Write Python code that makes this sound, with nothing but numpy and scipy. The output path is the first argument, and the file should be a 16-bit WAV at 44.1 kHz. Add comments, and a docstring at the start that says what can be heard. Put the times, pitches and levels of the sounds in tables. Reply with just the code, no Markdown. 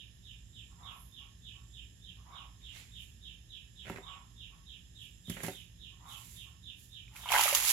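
"""A young monkey leaps out of a plastic tub in a garden with a loud splash: noise slaps, ringing bubbles and spray.
Before that someone close by shifts in rustling clothes (swelling grainy noise) and moves a plastic stool,
whose knocks ring decaying modes and whose feet drag. A bird repeats a falling chirp in the trees and another
hoots far off, both gliding tones smeared by reflections. Narrow bands of noise make the insects
and a distant engine, over coloured noise for the still air."""
import sys
import numpy as np
from scipy import signal
from scipy.fft import rfft, irfft, next_fast_len
from scipy.io import wavfile
from scipy.ndimage import uniform_filter1d

SR = 44100
rng = np.random.default_rng(int(sys.argv[2]) if len(sys.argv) > 2 else 0)


def wrap_up_sound(samples):
    """Save the sound to the file named by the first command line argument, as 16-bit audio."""
    columns = np.atleast_2d(samples).T
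    # keep every value between -1 and 1, then stretch to whole-number steps
    tamed = np.clip(columns, -1, 1)
    steps = np.round(tamed * 32767).astype(np.int16)
    wavfile.write(sys.argv[1], SR, steps)


N = 340445
TIME = np.arange(N) / SR

# Surges of water: a stir, the leap, the water falling back.
# Each row: peak in seconds, then levels of big bubbles, small bubbles and spray in dB, ahead of the tub's walls.
WATER_SURGES = [(7.16, -62.5, -63, -58.5), (7.33, -36.5, -34.5, -36.5), (7.677, -52, -55, -32.5)]
BIG_RISE_S, BIG_FALL_S = 0.07, 0.43   # big bubbles: time to climb or drop 20 dB around a surge


def from_db(db):
    """Decibels to gain."""
    return 10 ** (np.asarray(db) / 20)


def rms_one(x):
    """Scale to unit power."""
    return x / np.sqrt(np.mean(x ** 2) + 1e-20)


def per_bin(points, size):
    """Read a (Hz, value) table at the FFT bins of a signal, on a log frequency scale."""
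    hz, value = np.transpose(points)
    bins_hz = np.fft.rfftfreq(size, 1 / SR)
    return np.interp(np.log(bins_hz + 1), np.log(hz), value)


def colour(x, points):
    """Filter by a smooth (Hz, dB) spectrum."""
    size = next_fast_len(x.shape[-1] + SR // 10)
    spectrum = rfft(x, size) * from_db(per_bin(points, size))
    return irfft(spectrum, size)[..., :x.shape[-1]]


def diffuse(size):
    """White stereo noise from all around, alike in the bass and nearly unrelated in the treble."""
    # Likeness of the two microphones. Each row: frequency in Hz, left-right correlation.
    likeness = [(100, 0.91), (600, 0.59), (1200, 0), (2500, 0.075), (5000, 0)]
    padded = next_fast_len(size)
    mid, side = rfft(rng.standard_normal((2, padded)))
    alike = np.clip(per_bin(likeness, padded), -1, 1)
    shared = np.sqrt(1 + alike) * mid
    opposed = np.sqrt(1 - alike) * side * [[1], [-1]]
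    return irfft(shared + opposed, padded)[:, :size]


def narrow_noise(hz, width_hz):
    """A wavering tone: noise through a narrow band."""
    edges = [max(hz - width_hz / 2, 10), hz + width_hz / 2]
    band = signal.butter(2, edges, "band", fs=SR, output="sos")
    return rms_one(signal.sosfilt(band, diffuse(N)))


def grainy(spectrum, per_s, spread_db):
    """Noise made of grains of uneven strength that start at once and die in milliseconds."""
    born = rng.random(N) < per_s / SR
    unevenness = np.clip(rng.standard_normal(N), -2.5, 2.5)
    power = born * from_db(spread_db * unevenness) ** 2
    decay = np.exp(-1 / (0.0017 * SR))
    envelope = np.sqrt(signal.lfilter([1], [1, -decay], power + 1e-4))
    return rms_one(colour(diffuse(N) * envelope, spectrum))


def add(track, s, sound):
    """Mix a short sound in at a time."""
    at = round(s * SR)
    part = sound[..., max(-at, 0):max(N - at, 0)]
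    track[..., max(at, 0):max(at, 0) + part.shape[-1]] += part


def scatter(x, t60, build_s):
    """Countless small reflections that build up and die away; the response has unit energy."""
    t = TIME[:SR]
    response = diffuse(SR) * from_db(-60 * t / t60) * (1 - np.exp(-t / build_s))
    response /= np.sqrt(np.sum(response ** 2, axis=1, keepdims=True))
    return signal.fftconvolve(np.atleast_2d(x), response, axes=1)[:, :N]


def swell(s, rise, fall, hold=0):
    """Gain that peaks at a moment and may hold; 20 dB lower a rise before and a fall after."""
    distance = np.maximum((s - TIME) / rise, (TIME - s - hold) / fall)
    return from_db(-20 * np.clip(distance, 0, 10))


def panned(x, left_db):
    """Lean to one side by a left-right level difference."""
    return x * from_db(np.array([[.5], [-.5]]) * left_db)


def whistle(shape, stretch, detune, overtone_db):
    """A gliding note with a weak octave and soft ends."""
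    s, hz, db = np.transpose(shape)
    t = np.arange(0, s[-1] * stretch, 1 / SR) / stretch
    phase = 2 * np.pi * np.cumsum(np.interp(t, s, hz)) * (1 + detune) / SR
    tone = np.sin(phase) + from_db(overtone_db) * np.sin(2 * phase)
    return tone * from_db(np.interp(t, s, db)) * signal.windows.tukey(len(t), .15)


def garden():
    """Coloured noise for still air, noise bands on a far engine's harmonics and at the insects' pitches."""
    # Spectrum of the still air. Each row: frequency in Hz, relative level in dB.
    air_colour = [(30, -4.5), (55, 2), (120, -4.5), (200, -16.5), (350, -21), (600, -32.5), (1200, -35.5),
                  (2100, -40), (3400, -26), (4400, -35), (6200, -34), (8800, -46.5), (11200, -38),
                  (13500, -52), (16000, -46)]
    # Steady insects. Each row: centre in Hz, width in Hz, level in dB ahead of the microphones.
    insect_bands = [(1763, 230, -82.5), (5197, 270, -78.5), (6660, 660, -81.5)]
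    air_db = -61
    firing_hz, engine_db = 56.62, -60.5   # engine_db is the lowest harmonic
    air = from_db(air_db) * rms_one(colour(diffuse(N), air_colour))
    engine = sum(from_db(engine_db - 3.57 * k ** 1.427) * narrow_noise((k + 1) * firing_hz, 18.9)
                 for k in range(5))
    insects = sum(from_db(db) * narrow_noise(hz, width) for hz, width, db in insect_bands)
    surge = np.cos(2 * np.pi * (TIME - .62) / 1.13)
    shrill = from_db(-82.5 + 4.3 * surge) * narrow_noise(7340, 530)   # one insect swells about once a second
    swish = from_db(-70.5) * swell(1.018, .15, .18) * narrow_noise(11300, 2420)   # a brief, very high swish
    return air + engine + insects + shrill + swish


def chirp_times():
    """Each run of chirps keeps its pace until the next one takes over."""
    # Runs of even chirping. Each row: first chirp in seconds, time between chirps in seconds.
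    runs = [(-.075, .2985), (3.478, 0.27), (4.36, .292), (5.503, 0.28)]
    leap_s = WATER_SURGES[1][0]
    ends = [s for s, _ in runs[1:]] + [leap_s + runs[-1][1] / 2]   # the bird stops at the leap
    return np.concatenate([np.arange(s, end - period / 2, period) for (s, period), end in zip(runs, ends)])


def chirping_bird():
    """Each falling chirp arrives by many paths through the trees, which smear it into a rasp."""
    # Shape of one chirp. Each row: seconds from its start, pitch in Hz, relative level in dB.
    chirp = [(0, 3470, 3), (.016, 3880, -7.5), (.028, 3500, -1), (.045, 3050, -2), (.064, 2750, -8),
             (.088, 2230, -16.5)]
    lead_s, rasp = 0.0067, 0.39   # soft upstroke before the beat; depth of the flutter in the voice
    out, t, times = np.zeros((2, N)), TIME[:SR // 2], chirp_times()
    early = from_db(-60 * np.maximum(t - .05, 0) / 0.27) * (1 - np.exp(-t / 0.039))
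    late = from_db(-16.5 - 60 * t / 0.89)
    echoes = early + late
    echoes /= np.sqrt(np.sum(echoes ** 2))
    flutter = 1 + rasp * narrow_noise(116, 154)[0]
    for s, (pace, pitch, effort) in zip(times, rng.standard_normal((len(times), 3))):
        note = from_db(.5 * effort) * whistle(chirp, 1 + 0.0491 * pace, .008 * pitch, overtone_db=-42)
        note = note * flutter[abs(round(s * SR)):][:len(note)]
        smeared = signal.fftconvolve(note[None], echoes * diffuse(len(t)), axes=1)
        add(out, s - lead_s, smeared)
    return out * from_db(np.interp(TIME, [1.8, 3.2], [-55.8, -53.8]))   # it grows a little louder


def hooting_bird():
    """Hoarse arched notes, heard only through the trees: a pickup, a long hoot, then any short ones, fading."""
    # Shape of one hoot. Each row: share of its length, pitch in Hz, relative level in dB.
    hoot = [(0, 940, -1.5), (.2, 1040, -4), (.42, 1116, 3), (.78, 1102, -2.5), (1, 940, -5.5)]
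    # Phrases. Each row: long hoot in seconds, its relative level in dB, count of short hoots after it,
    # seconds from the long hoot to the first of them.
    phrases = [(.768, -56, 2, .412), (2.243, -55.5, 0, 0.42), (3.987, -55.5, 1, .505),
               (5.984, -58, 1, .452)]
    long_s, short_s = .195, 0.0663
    pickup_s, pickup_db = .09, -13.5   # a soft short hoot leads into each long one
    after_db, after_fade_db = -10.5, -3.5   # first short hoot re the long one; each further one
    after_hurry = .85   # each gap between the short hoots, as a share of the one before
    calls = np.zeros(N)
    for s, db, after, gap in phrases:
        notes = [(s - pickup_s, short_s, db + pickup_db), (s, long_s, db)]
        delays = np.cumsum(gap * after_hurry ** np.arange(round(after)))
        notes += [(s + delay, short_s, db + after_db + k * after_fade_db) for k, delay in enumerate(delays)]
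        for at, length, note_db in notes:
            note = whistle(hoot, length, 0.007 * rng.standard_normal(), overtone_db=-18)
            add(calls, at, from_db(note_db) * note)
    hoarse = 1 + .85 * narrow_noise(150, 220)[0]
    return scatter(calls * hoarse, t60=0.44, build_s=0.0035)


def rustles():
    """Cloth and scuffs as swelling grainy noise: light brushes mostly hiss, heavier scuffs have body as well."""
    # Brushes and scuffs. Each row: start in seconds, length in seconds, hiss level in dB, body in dB re the hiss.
    brushes = [(2.623, 0.077, -91, 14.5), (2.762, .025, -66.5, 8.5), (3.012, .025, -68.5, -12),
               (3.895, 0.012, -70, 6), (5.025, 0.026, -70, -24), (5.305, 0.035, -60, -11),
               (5.44, 0.043, -55.5, -1.5), (6.102, 0.27, -61.5, -9.5), (6.799, 0.05, -66.5, -22)]
    # Spectrum of the hiss. Each row: frequency in Hz, relative level in dB.
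    hiss_colour = [(1500, -36), (4000, -0.5), (7000, 2), (11000, -1.5), (16000, -1)]
    # Spectrum of the body. Each row: frequency in Hz, relative level in dB.
    body_colour = [(200, -7.5), (700, -11), (1400, -10), (2100, -2), (4000, -6), (8000, -14), (16000, -40)]
    rise_s, fall_s = 0.06, 0.16
    gains = [from_db(db) * swell(s, rise_s, fall_s, length) for s, length, db, _ in brushes]
    body_gain = sum(gain * from_db(row[-1]) for gain, row in zip(gains, brushes))
    hiss = sum(gains) * grainy(hiss_colour, per_s=3500, spread_db=2)
    return hiss + body_gain * grainy(body_colour, per_s=2100, spread_db=2.5)


def dragging():
    """Loudness of the stool's feet scraping over the ground, changing steadily along each drag."""
    # Drags. Each row: start in seconds, length in seconds, relative level at the start in dB, growth in dB per second.
    drags = [(3.87, 0.1, -52, -15), (5.302, .18, -57, 37)]
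    rise_s, fall_s = 0.032, .06
    return sum(from_db(db + growth * np.clip(TIME - s, 0, length)) * swell(s, rise_s, fall_s, length)
               for s, length, db, growth in drags)


def stool():
    """Soft thuds wake the low modes, hard clacks the high ones; sand crunches under the feet."""
    # Knocks on the ground. Each row: time in seconds, then relative levels of thud, clack and grit in dB.
    knocks = [(3.88, -53, -57, -73.5), (3.898, -42.5, -39, -60), (3.944, -58, -53, -75.5),
              (3.984, -59, -47.5, -71.5), (5.281, -39, -65.5, -72), (5.298, -37.5, -56, -45.5),
              (5.433, -48, -57, -45.5), (5.44, -43, -50.5, -51), (5.464, -47, -56, -49),
              (5.483, -51, -41, -59.5)]
    # Ringing modes of the plastic. Each row: frequency in Hz, relative level in dB.
    ringing = [(115, -3), (172, 0.5), (220, -0.5), (295, -3.5), (385, 2.5), (560, -0.5), (720, -1.5),
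               (930, -1), (1350, -3.5), (1750, -7.5), (2150, -12), (2650, -10.5)]
    # Spectrum of the scraping feet. Each row: frequency in Hz, relative level in dB.
    drag_colour = [(60, 3), (140, 2), (300, 0.5), (600, -1), (1100, -9), (2000, -1.5), (3200, -20.5),
                   (8000, -29), (16000, -40)]
    out, t = np.zeros((2, N)), TIME[:SR // 4]
    hz, mode_db = np.transpose(ringing)[:, :, None]
    t60 = .034 * (1000 / hz) ** 0.59   # high modes die first
    hard = np.clip(np.log2(hz / 210), 0, 1)   # 0: woken by the thud, 1: by the clack
    for s, thud_db, clack_db, grit_db in knocks:
        strength_db = mode_db + thud_db * (1 - hard) + clack_db * hard + 2 * rng.standard_normal(hz.shape)
        sign = rng.choice([-1, 1], hz.shape)
        modes = sign * from_db(strength_db - 60 * t / t60) * np.sin(2 * np.pi * hz * t)
        grit = diffuse(len(t)) * from_db(grit_db - 60 * t / 0.048)
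        add(out, s, modes.sum(axis=0) + grit)
    out += dragging() * grainy(drag_colour, per_s=700, spread_db=9)
    return out + from_db(-6) * scatter(out, t60=0.18, build_s=0.0045)


def bubble(hz, cycles, rise):
    """An air pocket rings for some cycles, rising in pitch as it nears the surface."""
    onset_cycles = 0.18   # time constant of pinching off and starting to ring
    age = np.arange(0, 1, hz / (cycles * SR))
    onset = 1 - np.exp(-age * cycles / onset_cycles)
    return np.sin(2 * np.pi * cycles * age * (1 + rise * age / 2)) * onset * from_db(-60 * age)


def bubble_cloud(low_hz, high_hz, cycles, spread_db, apart, count):
    """Bubbles of random size burst all over the tub, up to apart/2 s early or late at the right; level evened."""
    out, start = np.zeros((2, N)), WATER_SURGES[0][0] - BIG_RISE_S
    for when, pitch, size, place in rng.random((count, 4)):
        hz = low_hz * (high_hz / low_hz) ** pitch
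        ring = from_db(spread_db * size) * bubble(hz, cycles, rise=0.071)
        s = start + when * (TIME[-1] - start)
        add(out[0], s, ring)
        add(out[1], s + apart * (place - .5), ring)
    power = uniform_filter1d(np.mean(out ** 2, axis=0), size=SR // 30)
    return out / np.sqrt(np.abs(power) + 1e-4)


def surging(times, levels_db, rise, fall):
    """Surges build quickly and ebb slowly; their powers add."""
    return np.sqrt(sum((from_db(db) * swell(s, rise, fall)) ** 2 for s, db in zip(times, levels_db)))


def splash():
    """The body heaves out, off to the left: deep gulps, then spray raining on water and ground."""
    # The loudest slaps and the air pocket each traps.
    # Each row: time in seconds, relative crack level in dB, pocket pitch in Hz, relative pocket level in dB.
    slaps = [(7.08, -82, 2390, -51.5), (7.164, -57, 2420, -44), (7.258, -74, 950, -34.5),
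             (7.289, -70, 3050, -30), (7.319, -37, 968, -23), (7.347, -49, 940, -20.5),
             (7.393, -35, 906, -20), (7.41, -29.5, 1950, -31), (7.436, -31.5, 2500, -45),
             (7.456, -47.5, 608, -27.5), (7.479, -38, 1250, -25), (7.526, -50, 554, -26.5),
             (7.549, -25, 1170, -32)]
    # Spectrum of spray and cracks. Each row: frequency in Hz, relative level in dB.
    spray_colour = [(250, 3), (700, -14), (2500, -0.5), (5000, 3), (7500, 1), (9000, -1.5), (12000, -0.5),
                    (16000, 0)]
    small_rise_s, small_fall_s = 0.056, 0.45
    spray_rise_s, spray_fall_s = 0.05, 3.3   # the spray lasts longest
    s, big_db, small_db, spray_db = np.transpose(WATER_SURGES)
    # the hollow left by the body closes in a burst of big bubbles
    collapse = from_db(-29.5) * swell(7.357, rise=0.048, fall=0.068)
    big = np.hypot(surging(s, big_db, BIG_RISE_S, BIG_FALL_S), collapse)
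    small = surging(s, small_db, small_rise_s, small_fall_s)
    spray = surging(s, spray_db, spray_rise_s, spray_fall_s)
    out = big * bubble_cloud(756, 1660, cycles=25.4, spread_db=17.5, apart=0.00039, count=500)
    out += small * bubble_cloud(1800, 3380, cycles=19, spread_db=32, apart=0.00043, count=800)
    out += spray * grainy(spray_colour, per_s=3600, spread_db=7)
    t = TIME[:SR // 10]
    for at, crack_db, hz, pocket_db in slaps:
        crack = diffuse(len(t)) * from_db(crack_db - 60 * t / 0.045)
        add(out, at, colour(crack, spray_colour))
        add(out, at, from_db(pocket_db) * bubble(hz, 0.84 * np.sqrt(hz), rise=0.2))
    out += from_db(-5.5) * scatter(out, t60=0.16, build_s=0.0041)   # the tub's walls
    # a small pool radiates little bass
    out = signal.sosfilt(signal.butter(3, 480, "high", fs=SR, output="sos"), out)
    return panned(out, left_db=3.0)


def scene():
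    """Everything together; the chirping bird is off to the right."""
    birds = panned(chirping_bird(), left_db=-2.2) + hooting_bird()
    return garden() + birds + rustles() + stool() + splash()


def record(dry):
    """The right microphone's port has resonances of its own; deep bass and the top are cut."""
    # Right microphone re the left. Each row: frequency in Hz, gain in dB.
    right_port = [(60, 2.5), (500, 2.5), (1100, 4), (1700, 6), (2700, 11), (3800, 9), (5100, 4.5),
                  (6300, 9), (7400, 14.5), (8500, 0), (10600, 17.5), (12000, 13.5), (14000, 7),
                  (16000, -12)]
    cutoff_hz = 15800
    heard = np.array([dry[0], colour(dry[1], right_port)])
    heard = signal.sosfilt(signal.butter(6, 40, "high", fs=SR, output="sos"), heard)
    return signal.sosfilt(signal.ellip(10, .2, 80, cutoff_hz, fs=SR, output="sos"), heard)


dry = scene()
out = record(dry)
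wrap_up_sound(out)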